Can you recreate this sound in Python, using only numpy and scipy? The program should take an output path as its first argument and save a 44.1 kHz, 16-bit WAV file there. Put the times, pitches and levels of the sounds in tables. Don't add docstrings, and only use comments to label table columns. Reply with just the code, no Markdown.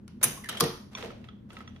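import sys
import numpy as np
from scipy import signal
from scipy.fft import rfft, irfft, next_fast_len
from scipy.io import wavfile
from scipy.ndimage import map_coordinates

SR = 44100
rng = np.random.default_rng(int(sys.argv[2]) if len(sys.argv) > 2 else 0)


def put_to_file(sound):
    columns = np.atleast_2d(sound).T
    safe = np.clip(columns, -1, 1)
    whole_steps = np.round(safe * 32767)
    wavfile.write(sys.argv[1], SR, whole_steps.astype(np.int16))


N = 79380
T = np.arange(N) / SR

# start in seconds, level in dB, t60 in seconds.
RELEASE_CONTACTS = [(.2288, -19, 0.087), (.2324, -11.5, 0.01), (.2355, -16, 0.019), (.2404, -7.5, 0.021),
                    (.2455, -21.5, 0.024)]
LOCK_CONTACTS = [(.6001, -25, 0.072), (.6054, -15.5, 0.0041), (.6065, -8.5, 0.016), (.6088, -13, 0.013)]
# frequency in Hz, level in dB, t60 in seconds.
STEEL_MODES = [(6076, -12.5, 0.04), (8770, 1.5, .04), (9000, -2, 0.0074), (10050, 2, 0.051),
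               (10840, -4.5, 0.027), (12470, -9.5, 0.045)]
CLAMP_BASE_MODES = [(1010, -37.5, 0.059), (1087, -16.5, 0.041), (1205, -24.5, 0.1)]
TURNTABLE_MODES = [(145.5, -3, 0.44), (165.4, -2.5, 0.24), (233.8, 1, 0.26), (303, -3.5, 0.24),
                   (364.3, -3, 0.38), (451, 2, 0.28), (476, 2.5, 0.21), (585, -13, .24), (721, -9.5, .21)]
CATCH_MODES = [(1053, -37.5, 0.046), (2330, -30.5, 0.027), (2650, -33, .018), (3310, -30.5, 0.026),
               (3550, -31, 0.027), (4300, -39, 0.022), (5900, -33.5, 0.044)]
JAW_MODES = [(1295, -4, 0.049), (1960, 1, 0.02), (2750, -2, 0.026), (5920, -11, 0.05)]
JAW_PING = (3345, -1, 0.029)
# start in seconds, level in dB, tilt in dB per octave.
TURNTABLE_BLOWS = [(.25, -37, -7), (.608, -26.5, 1), (.626, -26.5, -2.5), (1.029, -42.5, 6.5)]
# start in seconds, ring level in dB, tilt in dB per octave,
# extra ping level in dB, click level in dB.
JAW_TOUCHES = [(0.5494, -35, 0, -20, -53), (0.973, -41, 3, -2, -39.5), (0.984, -41, -3, -12, -47),
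               (1.0255, -43, -7, -15, -35.5), (1.104, -45, -12, -8, -47), (1.242, -56.5, -3, -8, -46),
               (1.287, -43.5, -5.5, 9, -47), (1.504, -46.5, -2.5, 2, -46.5), (1.568, -37.5, -6, -12, -43.5),
               (1.605, -44, -18, -1.5, -47.5), (1.676, -42, 1.5, 1.5, -52), (1.762, -51, 0, 2, -50)]
# start in seconds, click level in dB, an unused value,
# click t60 in seconds, ring frequency in Hz, ring level in dB.
CLAMP_KNOCKS = [(.079, -41.5, -1, 0.013, 1396, -48.5), (0.375, -47, 14, 0.019, 1083, -36.5),
                (0.439, -48.5, 6, 0.014, 2044, -37.5), (.444, -33, 6, 0.0079, 1850, -35),
                (0.458, -44.5, -10, 0.024, 1737, -36), (0.4883, -29.5, -2, 0.05, 1325, -30.5),
                (.494, -27, -2, 0.014, 3080, -28), (0.526, -41.5, -5, 0.025, 1810, -33.5),
                (0.5706, -40, 9.5, 0.11, 3190, -26), (0.639, -26.5, -16, 0.025, 1875, -28),
                (1.033, -46, -22, 0.015, 489, -35.5), (1.530, -55.5, 6, 0.081, 1432, -50)]
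# start in seconds, length in seconds, level in dB.
RAIL_SLIDES = [(0.208, 0.025, -51.5), (0.49, 0.11, -53), (0.911, 0.13, -57.5), (0.949, 0.18, -58),
               (1.121, 0.168, -71), (1.488, 0.15, -63), (1.66, 0.32, -74)]
# frequency in Hz, level in dB.
HUM_TONES = [(86.1, -59), (119.5, -58)]
THROB_TONES = [(206, -53.5), (238, -57.5)]
# frequency in Hz, spectral density in dB.
RELEASE_SPECTRUM = [(100, -39), (300, -7.5), (750, -4), (1700, 1.5), (2600, -2), (4200, -3.5), (7500, 0.5),
                    (9500, 8.5), (12000, -1.5), (14500, 1)]
LOCK_SPECTRUM = [(100, -14.5), (500, -10.5), (1100, 3), (2300, -6), (3500, -2), (5400, 0.5), (7500, -9),
                 (9500, -1.5), (12000, -8.5), (14500, -8)]
THUD_SPECTRUM = [(40, -30.5), (80, -14), (145, 6), (300, -4), (560, -1), (900, -6), (4000, -49)]
CLINK_SPECTRUM = [(300, -4), (1200, 5.5), (3600, 3.5), (4700, -3.5), (6000, -17.5), (9500, -23),
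                  (14500, -37)]
TICK_SPECTRUM = [(100, -13.5), (500, -8), (1100, 4.5), (2000, 1.5), (3400, 2), (4600, -1), (6000, -4.5),
                 (9500, -1.5), (14500, -19)]
SLIDE_SPECTRUM = [(100, -12), (500, -0.5), (1300, -3.5), (3200, -9.5), (6000, -16), (9500, -21.5),
                  (14500, -31.5)]
AIR_SPECTRUM = [(20, -38), (45, -3), (70, -3), (130, 0), (230, -0.5), (330, -7.5), (450, -14.5),
                (700, -25.5), (1400, -30), (6000, -49.5), (15000, -57.5)]
# frequency in Hz, t60 in seconds.
ROOM_T60 = [(150, 0.8), (1000, 0.48), (3000, 0.42), (7000, 0.48), (14000, 0.41)]
# frequency in Hz, level in dB.
TAIL_LEVEL = [(150, 6.5), (500, 6), (1200, -4), (3000, 0.5), (6200, -4), (7700, -15), (9500, -11),
              (14500, -9), (15600, -23.5)]
# frequency in Hz, coherence from 0 to 1.
NEAR_COHERENCE = [(200, 0.95), (1100, 0.68), (2200, 0.52), (4500, 0.16), (9500, 0.48), (13000, 0.99)]
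ROOM_COHERENCE = [(200, 0.86), (500, 0.26), (1100, 0.081), (4500, 0.14), (9500, 0.25), (13000, 0.94)]
# frequency in Hz, lead of the left in radians.
MAIN_PHASE = [(200, 0.14), (1100, 0.28), (2200, -1), (4500, -3.5), (8500, -10), (10500, -4), (11300, -7),
              (15000, -5.5)]
JAW_PHASE = [(300, 0.5), (2700, -1.78), (3330, -5), (3570, -6), (5900, -10)]
# frequency in Hz, left minus right in dB.
PORT_BALANCE = [(200, 1), (600, -1), (1500, -1.5), (4000, -0.2), (12000, 0.25)]


def lever(contacts, spectrum, ring_db):
    envelope = np.sqrt(sum((amp(db) * fade(s, t60)) ** 2 for s, db, t60 in contacts))
    crack = envelope * rippled(noise(spectrum))
    return crack + sum(amp(db + ring_db) * ring(s, STEEL_MODES) for s, db, _ in contacts)


def clamp_base():
    return ring(.6066, CLAMP_BASE_MODES)


def turntable(attack_s=0.0047, pivot_hz=287):
    out = np.zeros((2, N))
    for s, db, tilt_db in TURNTABLE_BLOWS:
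        thud = amp(-1.5) * fade(s, t60=0.23, attack_s=attack_s) * noise(THUD_SPECTRUM, ROOM_COHERENCE)
        modes = amp(-4) * ring(s, TURNTABLE_MODES, attack_s)
        tilt = lambda hz: amp(tilt_db * np.log2(np.clip(hz / pivot_hz, .5, 2)))
        out += filtered(amp(db) * (modes + thud), tilt)
    return out


def catch():
    return np.tile(ring(0.95, CATCH_MODES, attack_s=0.00061), (2, 1))


def jaw_clinks(pivot_hz=2004):
    click, out = noise(CLINK_SPECTRUM), np.zeros((2, N))
    ping_hz, ping_db, ping_t60 = JAW_PING
    for s, db, tilt_db, extra_db, click_db in JAW_TOUCHES:
        modes = [*JAW_MODES, (ping_hz, ping_db + extra_db, ping_t60)]
        tilted = [(hz, db + level + tilt_db * np.log2(hz / pivot_hz), t60) for hz, level, t60 in modes]
        out += ring(s, tilted, attack_s=0.0008)
        out += amp(click_db) * fade(s, t60=0.031, attack_s=0.00026) * click
    return out


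def clamp_ticks(ring_t60=0.037):
    click, out = rippled(noise(TICK_SPECTRUM)), np.zeros((2, N))
    for s, click_db, _, t60, hz, ring_db in CLAMP_KNOCKS:
        out += amp(click_db) * fade(s, t60) * click
        out += ring(s, [(hz, ring_db, ring_t60)], attack_s=0.00099)
    return out


def rail_slides(contacts_per_s=200, scatter_db=3.5, rub=.9, ramp_s=0.011):
    contacts = rng.random(N) < contacts_per_s / SR
    strengths = amp(-scatter_db * rng.standard_normal(N))
    chatter = unit(signal.fftconvolve(contacts * strengths, fade(0, t60=.02))[:N])
    push = sum(amp(db) * np.clip(np.minimum(T - s, s + length - T) / ramp_s, 0, 1)
               for s, length, db in RAIL_SLIDES)
    return push * (chatter + rub) * noise(SLIDE_SPECTRUM)


def ventilation(air_db=-52, waver_hz=8):
    out = amp(air_db) * noise(AIR_SPECTRUM, ROOM_COHERENCE)
    for hz, db in HUM_TONES:
        knots = rng.standard_normal((2, 128))
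        sine_gain, cosine_gain = [map_coordinates(k, [T * waver_hz], mode="wrap") for k in knots]
        phase = 2 * np.pi * hz * T
        out += amp(db) * unit(sine_gain * np.sin(phase) + cosine_gain * np.cos(phase))
    return out


def ventilation_throb(swing_db=7.5, first_peak_s=.04, period_s=.13):
    swell = amp(swing_db * np.cos(2 * np.pi * (T - first_peak_s) / period_s))
    return swell * sum(amp(db) * np.sin(2 * np.pi * (hz * T + rng.random())) for hz, db in THROB_TONES)


def in_room(x, wet_db, rise_s=0.0022):
    hz, t, direct = signal.stft(x, SR, nperseg=256)
    power = np.mean(np.abs(direct) ** 2, axis=0)
    build_up = 1 - np.exp(-(t / rise_s) ** 2)
    decay = amp(-60 * t / along(ROOM_T60, hz)[:, None]) ** 2 * build_up
    decay /= decay.sum(axis=1, keepdims=True)
    stored = np.abs(signal.fftconvolve(power, decay, axes=1)[:, :len(t)])
    diffuse = signal.stft(spread(rng.standard_normal((2, N)), ROOM_COHERENCE), SR, nperseg=256)[2]
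    tail = diffuse / np.std(diffuse) * np.sqrt(stored) * amp(along(TAIL_LEVEL, hz) + wet_db)[:, None]
    return x + signal.istft(tail, SR, nperseg=256)[1][:, :N]


def at_ports(x, phase, pan_db=0):
    sides = np.array([[.5], [-.5]])
    gain = lambda hz: amp(sides * (along(PORT_BALANCE, hz) + pan_db))
    return filtered(x, lambda hz: gain(hz) * np.exp(1j * sides * along(phase, hz)))


def ring(s, modes, attack_s=0.00064):
    return sum(amp(db + rng.normal(0, 1)) * fade(s, t60, attack_s)
               * np.sin(2 * np.pi * (hz * (T - s) + rng.random())) for hz, db, t60 in modes)


def fade(s, t60, attack_s=0.00032):
    age = np.maximum(T - s, 0)
    return amp(-60 * np.minimum(age / t60, 4)) * (1 - np.exp(-age / attack_s))


def rippled(x, depth_db=4, step_hz=253.9, from_hz=2200):
    knots = rng.uniform(-1, 1, size=512) * np.sqrt(3)
    ripple_db = lambda hz: depth_db * map_coordinates(knots, [hz / step_hz], mode="wrap")
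    return unit(filtered(x, lambda hz: amp(ripple_db(hz) * np.clip(hz / from_hz - 1, 0, 1))))


def noise(spectrum, coherence=NEAR_COHERENCE):
    pair = filtered(rng.standard_normal((2, N)), lambda hz: amp(along(spectrum, hz)))
    return unit(spread(pair, coherence))


def spread(pair, coherence):
    angle = lambda hz: np.arccos(np.clip(along(coherence, hz), 0, 1)) / 2
    mid, side = filtered(pair, lambda hz: np.array([np.cos(angle(hz)), np.sin(angle(hz))]))
    return np.array([mid + side, mid - side])


def filtered(x, response):
    size = next_fast_len(N + SR // 4)
    return irfft(rfft(x, size) * response(np.fft.rfftfreq(size, 1 / SR)), size)[..., :N]


def along(points, hz):
    freqs, values = np.transpose(points)
    return np.interp(np.log(hz + 1), np.log(freqs + 1), values)


def unit(x):
    return x / np.sqrt(np.mean(x ** 2) + 1e-20)


def amp(db):
    return 10 ** (np.asarray(db) / 20)


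def scene():
    release = in_room(lever(RELEASE_CONTACTS, RELEASE_SPECTRUM, ring_db=-9), wet_db=-1.5)
    lock = in_room(lever(LOCK_CONTACTS, LOCK_SPECTRUM, ring_db=-30) + clamp_base(), wet_db=-2)
    handling = in_room(clamp_ticks() + rail_slides(), wet_db=0.5)
    jaws = in_room(jaw_clinks(), wet_db=-6) + in_room(catch(), wet_db=-7)
    main = release + lock + turntable() + handling + ventilation() + ventilation_throb()
    return at_ports(main, MAIN_PHASE) + at_ports(jaws, JAW_PHASE, pan_db=-1)


def record(dry, edge_hz=14800, top_hz=16300):
    return filtered(dry, lambda hz: np.clip((top_hz - hz) / (top_hz - edge_hz), 0, 1) ** 2)


dry = scene()
out = record(dry)
put_to_file(out)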